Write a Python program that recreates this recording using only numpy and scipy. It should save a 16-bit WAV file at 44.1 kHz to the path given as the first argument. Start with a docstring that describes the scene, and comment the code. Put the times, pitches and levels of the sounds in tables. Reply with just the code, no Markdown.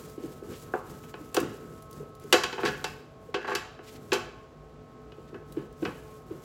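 """A quiet kitchen: a cloth wipes the inside of a plastic refrigerator door bin.
Filtered noise and tiny snags make the cloth's hiss, and low noise the rumble of the door.
The loose bin rings in fading tones and noise as it clacks and judders in its seat. The padded hand
bumps its walls in a few low cycles, and a bracelet ticks in short bright bursts of noise.
The refrigerator hums in wavering sines and a rush of air; the hard room adds a short noise tail."""
import sys
import numpy as np
from scipy import signal
from scipy.fft import rfft, irfft
from scipy.io import wavfile

SR = 44100
rng = np.random.default_rng(int(sys.argv[2]) if len(sys.argv) > 2 else 0)


def to_wav(s):
    """Save 16-bit WAV."""
    ch = np.atleast_2d(s).T  # columns
    pcm = np.round(np.clip(ch, -1, 1) * 32767)  # PCM
    wavfile.write(sys.argv[1], SR, pcm.astype(np.int16))


N = 284004

# the refrigerator's motor and fan, middle level of each wavering line: [f/Hz, rms level/dB]
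MOTOR_LINES = [(99, -69.5), (149.5, -58.5), (248.5, -62.5), (432.5, -57), (648.5, -66), (759, -70),
               (866, -80), (1081.5, -64), (1245, -74.5), (1513.5, -76)]
# the rush of air, relative: [f/Hz, density/dB per Hz]
AIR_COLOUR = [(20, -53.5), (38, -26), (47, 2.5), (58, 3), (72, -5.5), (130, -2), (200, -9), (400, -7),
              (550, -9.5), (750, -13.5), (900, -18), (1350, -23), (1900, -26), (4000, -32.5), (7500, -39),
              (9000, -47), (16000, -54)]
# level of the fan's whine over time: [t/s, rms level/dB]
FAN_WHINE = [(0, -61), (1.2, -58), (2.1, -57.5), (3.1, -71.5), (3.9, -64), (4.4, -76), (4.8, -65.5),
             (5.4, -63.5), (6.43, -66)]
# strokes of the cloth, to and fro: [start t/s, length/s, effort level/dB before it sags]
WIPE_STROKES = [(-0.07, .17, -57), (0.182, 0.21, -60), (0.433, 0.34, -56), (0.822, 0.27, -59),
                (1.14, 0.2, -62), (1.445, 0.37, -61), (1.887, .11, -61), (2.188, 0.51, -61),
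                (2.575, .36, -59), (3.184, 0.091, -73.5), (3.432, .16, -73), (3.814, .15, -60),
                (3.99, 0.24, -67), (5.113, 0.21, -79.5), (5.443, 0.19, -69.5), (5.756, 0.41, -60.5),
                (6.257, .2, -65)]
# the hand shoves into a corner and the door rumbles, relative: [t/s, level/dB]
CORNER_SHOVES = [(-0.02, -35.5), (1.43, -29.5), (2.70, -40), (5.335, -43.5), (6.34, -45)]
# hiss of the cloth on plastic, relative: [f/Hz, density/dB per Hz]
CLOTH_COLOUR = [(400, -10.5), (1500, -1), (2300, 1.5), (4000, 1), (6000, 1.5), (7600, 4), (8700, -1.5),
                (13000, 0.5), (16000, -4.5)]
# rumble of the door under the hand, relative: [f/Hz, density/dB per Hz]
RUMBLE_COLOUR = [(50, -15.5), (90, 0), (150, -1), (330, -2.5), (480, -4), (700, -22.5), (1500, -18.5),
                 (4000, -57.5)]
# the bracelet ticks on the plastic, relative: [t/s, level/dB]
BRACELET_TICKS = [(0.098, -49), (0.240, -67), (0.479, -60), (1.095, -52), (1.345, -24.5), (1.402, -33),
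                  (1.823, -47.5), (1.911, -46.5), (1.929, -45), (2.151, -51.5), (2.198, -51.5),
                  (2.239, -52), (5.523, -45), (5.727, -58.5)]
# the padded hand bumps a wall, before the door joins in: [t/s, level/dB, basic pitch f/Hz, rise time/s]
HAND_BUMPS = [ (0.177, -26.5, 335, 0.0049), (0.231, -26, 324, .01), (0.255, -32, 333, .006),
              (0.422, -29.5, 390, 0.006), (0.484, -32, 353, .0042), (1.192, -37.5, 308, 0.019),
              (1.411, -23, 300, 0.0044), (1.423, -22, 313, 0.0093), (1.718, -39, 402, 0.0066),
              (1.997, -34, 416, 0.012), (2.025, -32.5, 420, .007), (2.235, -36, 405, 0.017),
              (2.634, -20.5, 363, 0.0096), (2.672, -30, 246, 0.0081), (3.282, -38.5, 443, .012),
              (5.182, -34.5, 410, 0.0041), (5.323, -37, 336, 0.01), (5.564, -21, 319, 0.012),
              (5.821, -17.5, 338, 0.0085), (5.86, -36, 220, .0062), (6.304, -27, 349, 0.011)]
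# the shudder after a bump, relative: [f/Hz, density/dB per Hz]
SHUDDER_COLOUR = [(70, -14.5), (140, 3.5), (250, 3), (480, 8), (620, -10.5), (1600, -23.5), (3000, -25),
                  (9000, -48.5)]
# the bin knocks, relative: [t/s, level/dB, contact cut-off f/Hz (high when hard),
# low thud level/dB against the strength, ring time factor]
BIN_KNOCKS = [ (0.7365, 2.5, 1114, -9.5, 0.38), (0.747, -10.5, 1100, 2, .8), (1.037, -32, 2780, -5, 0.62),
              (1.14, -19, 2380, 3, 0.42), (1.344, -19, 5800, 5, 1.06), (1.367, -9, 8000, 4.5, 0.44),
              (1.372, -5, 1770, 7.5, 0.59), (2.3258, 2.5, 10500, -1.5, 0.94), (2.339, 0, 1650, 3.5, 0.67),
              (2.436, -8.5, 5740, -3.5, 0.81), (2.527, -19, 3730, 3.5, 1.15),
              (2.579, -14.5, 1690, 0.5, 2.2), (2.632, -9, 1910, 3.5, 1.03), (2.651, -12.5, 4400, -13, 2.47),
              (2.842, -10, 6050, -6, 0.73), (3.342, -12, 3070, 4.5, 1.42), (3.445, -17, 1830, -2.5, 1.3),
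              (3.476, -12, 1800, -2.5, 1.9), (3.516, -10, 1780, -1, 1), (3.551, -9.5, 9700, -5.5, 0.83),
              (3.79, -25, 1810, 4, 0.49), (4.119, -5, 3000, 5, 0.84), (4.130, -11, 10960, 6.5, 1.5),
              (5.120, -34, 3370, 1.5, 0.58), (5.343, -24, 1910, 9, 0.73), (5.565, -32, 1720, 5, 2.5),
              (5.826, -22.5, 1900, 16, 0.46), (5.851, -11.5, 2550, 0.5, 0.79)]
# clear tones of the free bin, before a blow changes them: [f/Hz, level/dB, t60/s]
BIN_TONES = [(250, -39, 0.36), (361, -23, 0.23), (417.2, -14, 0.12), (474, -26, 0.13), (517.2, -19, 0.14),
             (760, -24.5, 0.11), (886.6, -32, 0.17), (1099, -34.5, 0.26), (1158, -18.5, 0.063),
             (1413, -24, 0.11), (1580, -23, .12), (1682, -20.5, 0.055), (2770, -28.5, 0.035),
             (2730, -23.5, 0.26), (3125, -28.5, 0.024), (3380, -30, .14), (4170, -27, 0.03),
             (4870, -36.5, 0.052)]
# its crowded higher modes, relative: [f/Hz, density/dB per Hz]
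CROWD_COLOUR = [(70, -33), (200, -63.5), (600, 1.5), (900, 1.5), (1600, -7), (2050, -3.5), (2800, -3),
                (3800, -4.5), (4800, -3.5), (7400, -7.5), (8800, -13.5), (12500, -11), (16000, -22.5)]
# their fading time, before a blow's ring factor: [f/Hz, t60/s]
CROWD_FADE = [(500, 0.026), (2000, 0.062), (6000, 0.056), (12000, 0.045)]
# the bin sticks and slips in its seat, relative: [start t/s, end t/s, slip level/dB]
BIN_JUDDERS = [(2.604, 2.645, -30.5), (2.651, 2.688, -14), (2.698, 2.762, -34), (3.412, 3.488, -29.5),
               (3.479, 3.536, -16.5)]
# filter on each slip: [f/Hz, level/dB]
SLIP_COLOUR = [(250, -7), (450, -0.5), (1000, -27), (1550, 5.5), (2600, -12.5), (6000, -17), (14000, -23)]
# resonances the hollow door adds to every blow, against the blow: [f/Hz, level/dB at the peak]
DOOR_TONES = [(740, -0.5), (868, 2), (1105, -1.5), (1500, -1.5), (1704, 6), (2480, -5), (2923, 2.5),
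              (3110, 1), (3940, 0), (4652, -1.5), (7232, -3.5)]
# fading time of the room's tail: [f/Hz, t60/s]
ROOM_FADE = [(150, 0.085), (500, 0.68), (1400, .62), (3500, 0.61), (7000, 0.5), (12000, 0.32)]
# colour of the room's reflections, relative: [f/Hz, level/dB]
REFLECTION_COLOUR = [(150, 7), (400, -3.5), (1400, 4), (4000, -2), (7000, 0.5), (10000, -2.5), (16000, 0)]

TIME = np.arange(N) / SR
RING = 12288  # samples in one short sound
RING_T, RING_HZ = np.arange(RING) / SR, np.fft.rfftfreq(RING, 1 / SR)
WHINE_HZ, TICK_HZ = 1295, 10500
EDGE_HZ = 16300  # the recorder's upper limit
# the hand speeds up, eases off along the wall and turns
STROKE_RISE_S, STROKE_STOP_S, STROKE_SAG_DB_PER_S = 0.087, 0.055, 20
RESTING_DB = -83  # the cloth barely stirs between strokes
SHOVE_RISE_S, SHOVE_FADE_S = 0.056, 0.053
# the hand's load lowers the bin's modes, a little differently each time
PRESSED_PITCH, PITCH_SCATTER = 0.96, 0.02
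# how fast a blow with this cut-off weakens above it; padded blows fall off faster
CONTACT_DB_PER_OCTAVE, CONTACT_HZ, PADDING = 13, 2840, 0.55


def gain_of(db):
    """Turns decibels into a factor."""
    return 10 ** (np.asarray(db) / 20)


def evened(x):
    """Scales to rms 1."""
    return x / np.sqrt(np.mean(x ** 2) + 1e-20)


def read(points, hz):
    """Reads a table on a log-frequency axis."""
    f, value = np.transpose(points)
    return np.interp(np.log(hz + 1), np.log(f + 1), value)


def level(curve):
    """Turns a curve of (t/s, level/dB) into a gain for every sample."""
    return gain_of(np.interp(TIME, *np.transpose(curve)))


def add(mix, s, sound):
    """Mixes a sound in at s seconds."""
    part = mix[max(round(s * SR), 0):][:len(sound)]
    part += sound[:len(part)]


def noise(colour, size):
    """Makes noise of rms 1 with the given spectrum and random phases."""
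    hz = np.fft.rfftfreq(size, 1 / SR)
    phases = np.exp(2j * np.pi * rng.random(len(hz)))
    return evened(irfft(gain_of(read(colour, hz)) * phases, size))


def drift(rate_hz):
    """Makes a slow random wander of rms 1."""
    hz = np.fft.rfftfreq(N, 1 / SR)
    return evened(irfft(rfft(rng.standard_normal(N)) * np.exp(-(hz / rate_hz) ** 2), N))


def dying(x, t60s):
    """Lets each band die at its own speed."""
    hz, t, bands = signal.stft(x, SR, nperseg=256)
    fade_db = -60 * t / read(t60s, hz)[:, None]
    return signal.istft(bands * gain_of(fade_db), SR, nperseg=256)[1][:len(x)]


def swell(start, length, rise_s, fade_s):
    """An envelope that rises, holds until its length is over, and fades."""
    t = TIME - start
    return np.clip(t / rise_s, 0, 1) * np.exp(-np.maximum(t - length, 0) / fade_s)


def refrigerator(air_db=-53, waver=0.001528, throb_db=-2.74):
    """Faint wavering lines and a fan's whine in a soft rush of air."""
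    clock = TIME + waver * np.cumsum(drift(3.64)) / SR  # all pitches waver together
    lines = np.zeros(N)
    for hz, db in MOTOR_LINES:
        lines += gain_of(db + throb_db * drift(6.3)) * np.sin(2 * np.pi * (hz * clock + rng.random()))
    whine = level(FAN_WHINE) * np.sin(2 * np.pi * WHINE_HZ * clock)
    air = gain_of(air_db) * noise(AIR_COLOUR, N)
    return np.sqrt(2) * (lines + whine) + air  # a sine of rms 1 peaks at the root of 2


def wiping():
    """The effort of the hand: each stroke starts firmly, eases and stops."""
    effort = np.full(N, gain_of(RESTING_DB))
    for s, length, db in WIPE_STROKES:
        sagging_db = db - STROKE_SAG_DB_PER_S * np.clip(TIME - s, 0, length)
        effort += swell(s, length, STROKE_RISE_S, STROKE_STOP_S) * gain_of(sagging_db)
    return effort


def cloth(hiss_db=3.5, flutter_db=2, snags_per_s=500, snag_db=3, scuff_db=-3, scuff_hz=4000,
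          grip_db=7.0, lumps_db=3, rub_db=9, lean_db=-60, shove_db=-2):
    """Fibres hiss and snag along the plastic while the door rumbles under the hand."""
    chance, size = rng.random((2, N))
    snag_hits = (chance < snags_per_s / SR) * size ** 2
    snags = signal.lfilter([1], [1, -.96], snag_hits)  # each hit fades within a few milliseconds
    fibres = noise(CLOTH_COLOUR, N) * (1 + gain_of(snag_db) * snags)
    # the scuff comes and goes as the wet folds grip
    low_pass = signal.butter(2, scuff_hz, fs=SR, output="sos")
    scuff = signal.sosfilt(low_pass, noise(CLOTH_COLOUR, N)) * gain_of(scuff_db + grip_db * drift(15))
    hiss = (evened(fibres) + scuff) * gain_of(flutter_db * drift(28))
    rumble = noise(RUMBLE_COLOUR, N) * gain_of(lumps_db * drift(6.7))
    effort = wiping()
    shoves = np.zeros(N)
    for s, db in CORNER_SHOVES:
        shoves += gain_of(db) * swell(s - SHOVE_RISE_S, SHOVE_RISE_S, SHOVE_RISE_S, SHOVE_FADE_S)
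    pressure = gain_of(lean_db) + gain_of(rub_db) * effort + gain_of(shove_db) * shoves
    return gain_of(hiss_db) * effort * evened(hiss) + pressure * evened(rumble)


def ticks(ring_s=0.0046, low_db=-9, top_db=-6):
    """Tiny bright clicks of metal on plastic: bursts of noise that die fast."""
    out = np.zeros(N)
    colour = [(TICK_HZ / 20, -20), (TICK_HZ / 5, low_db), (TICK_HZ / 2, -2), (TICK_HZ, 0),
              (TICK_HZ * 2, top_db)]
    for s, db in BRACELET_TICKS:
        add(out, s, gain_of(db) * noise(colour, RING) * np.exp(-RING_T / ring_s))
    return out


def bumps(sharpness=5, sag=0.17, shudder_db=-14, shudder_s=0.058):
    """The cloth damps the wall it pushes: a few low cycles swell and sag, and the door shudders."""
    out = np.zeros(N)
    for s, db, hz, rise in HAND_BUMPS:
        u = RING_T / rise  # time, counted in rise times
        turns = np.cumsum(hz * (1 + sag * np.clip(1.3 - u, -1, 1))) / SR  # the pitch sags
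        push = (u * np.exp(1 - u)) ** sharpness * np.sin(2 * np.pi * turns)
        shudder = noise(SHUDDER_COLOUR, RING) * np.minimum(2 * u, 1) * np.exp(-RING_T / shudder_s)
        add(out, s, gain_of(db) * (push + gain_of(shudder_db) * shudder))
    return out


def causal(colour):
    """Frequency response of the quickest filter with this colour (minimum phase)."""
    log_gain = np.log(gain_of(read(colour, RING_HZ)))
    circle = np.concatenate([log_gain, log_gain[-2:0:-1]])
    return np.exp(np.conj(signal.hilbert(circle)))[:len(RING_HZ)]


def bin_ring(colour, pitch, ring, modes_db, crowd_db=-9.5, spread_db=0.46, lag_s=.004,
             fast_hz=4500, fill_s=0.0028):
    """One blow on the bin: a few clear modes over a crowd of short ones."""
    hz, db, t60 = np.transpose(BIN_TONES)[:, :, None]
    db = db + modes_db + spread_db * rng.standard_normal(db.shape)  # each blow lands somewhere else
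    waves = np.sin(2 * np.pi * (hz * pitch * RING_T + rng.random(hz.shape)))
    modes = gain_of(db - 60 * RING_T / (t60 * ring)) * waves
    crowd = gain_of(crowd_db) * dying(noise(CROWD_COLOUR, RING), np.multiply(CROWD_FADE, [1, ring]))
    filling = 1 - np.exp(-RING_T / (fill_s * ring)) / 2  # the blow takes a moment to spread over the walls
    # bending waves are slower in the bass, so the thud follows the crack
    slowness = np.sqrt(hz[1] / np.clip(RING_HZ, hz[0], fast_hz))
    delay_s = lag_s * (slowness - slowness[-1])
    late = np.exp(-2j * np.pi * np.cumsum(delay_s) * SR / RING)
    sound = irfft(rfft(filling * (modes.sum(0) + crowd)) * late * causal(colour))
    return sound * np.cos(np.linspace(0, np.pi / 2, RING)) ** 2  # ends in silence


def knocks(modes_db, thud_hz=480, body_hz=750):
    """Soft contacts thud, hard ones crack and tick; each has its own ring time, shorter or longer."""
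    out, hz = np.zeros(N), np.geomspace(40, SR / 2, 40)
    for s, db, cutoff_hz, thud, ring in BIN_KNOCKS:
        slope = CONTACT_DB_PER_OCTAVE * (CONTACT_HZ / cutoff_hz) ** PADDING
        # a soft contact lasts longer and cuts off lower
        contact = -10 * np.log10(1 + 10 ** (slope * np.log2(hz / cutoff_hz) / 10))
        body = read([(thud_hz / 6, thud - 15), (thud_hz / 2, thud), (thud_hz, thud), (body_hz, 0)], hz)
        pitch = PRESSED_PITCH + PITCH_SCATTER * rng.standard_normal()
        colour = np.column_stack([hz, contact + body])
        add(out, s, gain_of(db) * bin_ring(colour, pitch, ring, modes_db))
    return out


def judders(slips_per_s=150, jitter=.45, uneven_db=2.0, ring=0.54, modes_db=-4, slip_db=2.7):
    """Quick uneven slips, each a small damped blow on the bin."""
    out = np.zeros(N)
    for start, end, db in BIN_JUDDERS:
        late, size = rng.standard_normal((32, 2)).T  # at most 32 slips
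        times = start + (np.arange(len(late)) + jitter * late) / slips_per_s
        rings = [bin_ring(SLIP_COLOUR, 1, ring, modes_db) for count in range(4)]  # used in turn
        for k in np.flatnonzero(times < end):
            add(out, times[k], gain_of(db + slip_db + uneven_db * size[k]) * rings[k % len(rings)])
    return out


def door(x, q=55, through_db=-1.5):
    """The blows pass through the narrow resonances of the hollow door."""
    resonances = np.zeros(N)
    for hz, db in DOOR_TONES:
        resonances += gain_of(db) * signal.lfilter(*signal.iirpeak(hz, q, fs=SR), x)
    return gain_of(through_db) * (x + resonances)


def kitchen(x, tail_db=-11.5, early_db=-10, early_s=.027, gap_s=0.0098, build_s=0.0021):
    """Quick reflections from the door and floor, then the tail of the room, both fading noise."""
    t = np.maximum(np.arange(SR) / SR - gap_s, 0)
    early = noise(REFLECTION_COLOUR, SR) * np.exp(-t / early_s) * (t > 0)
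    tail = dying(noise(REFLECTION_COLOUR, SR), ROOM_FADE) * (1 - np.exp(-t / build_s))
    early *= gain_of(early_db) / np.linalg.norm(early)
    tail *= gain_of(tail_db) / np.linalg.norm(tail)
    return signal.oaconvolve(x, early + tail)[:N]


def scene(count=3):
    """All the handling sounds, the blows with their room echo, over the hum."""
    small = judders() + bumps() + ticks()
    direct = knocks(modes_db=-0.96) + small  # straight to the microphone
    # each wall of the bin sends its own ring along its own paths, so single modes blur in the tail
    room = sum(kitchen(knocks(modes_db=-4.0) + small) for wall in range(count)) / np.sqrt(count)
    return (door(direct + room) + cloth() + refrigerator())[None]


def record(dry, low_cut_hz=40):
    """The microphone's bass cut and the recorder's band limit."""
    bass_cut = signal.butter(4, low_cut_hz, "high", fs=SR, output="sos")
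    lean = signal.sosfilt(bass_cut, dry)
    band_limit = signal.firwin(511, EDGE_HZ, window=("kaiser", 9), fs=SR)
    return signal.oaconvolve(lean, band_limit[None], "same")


dry = scene()
out = record(dry)
to_wav(out)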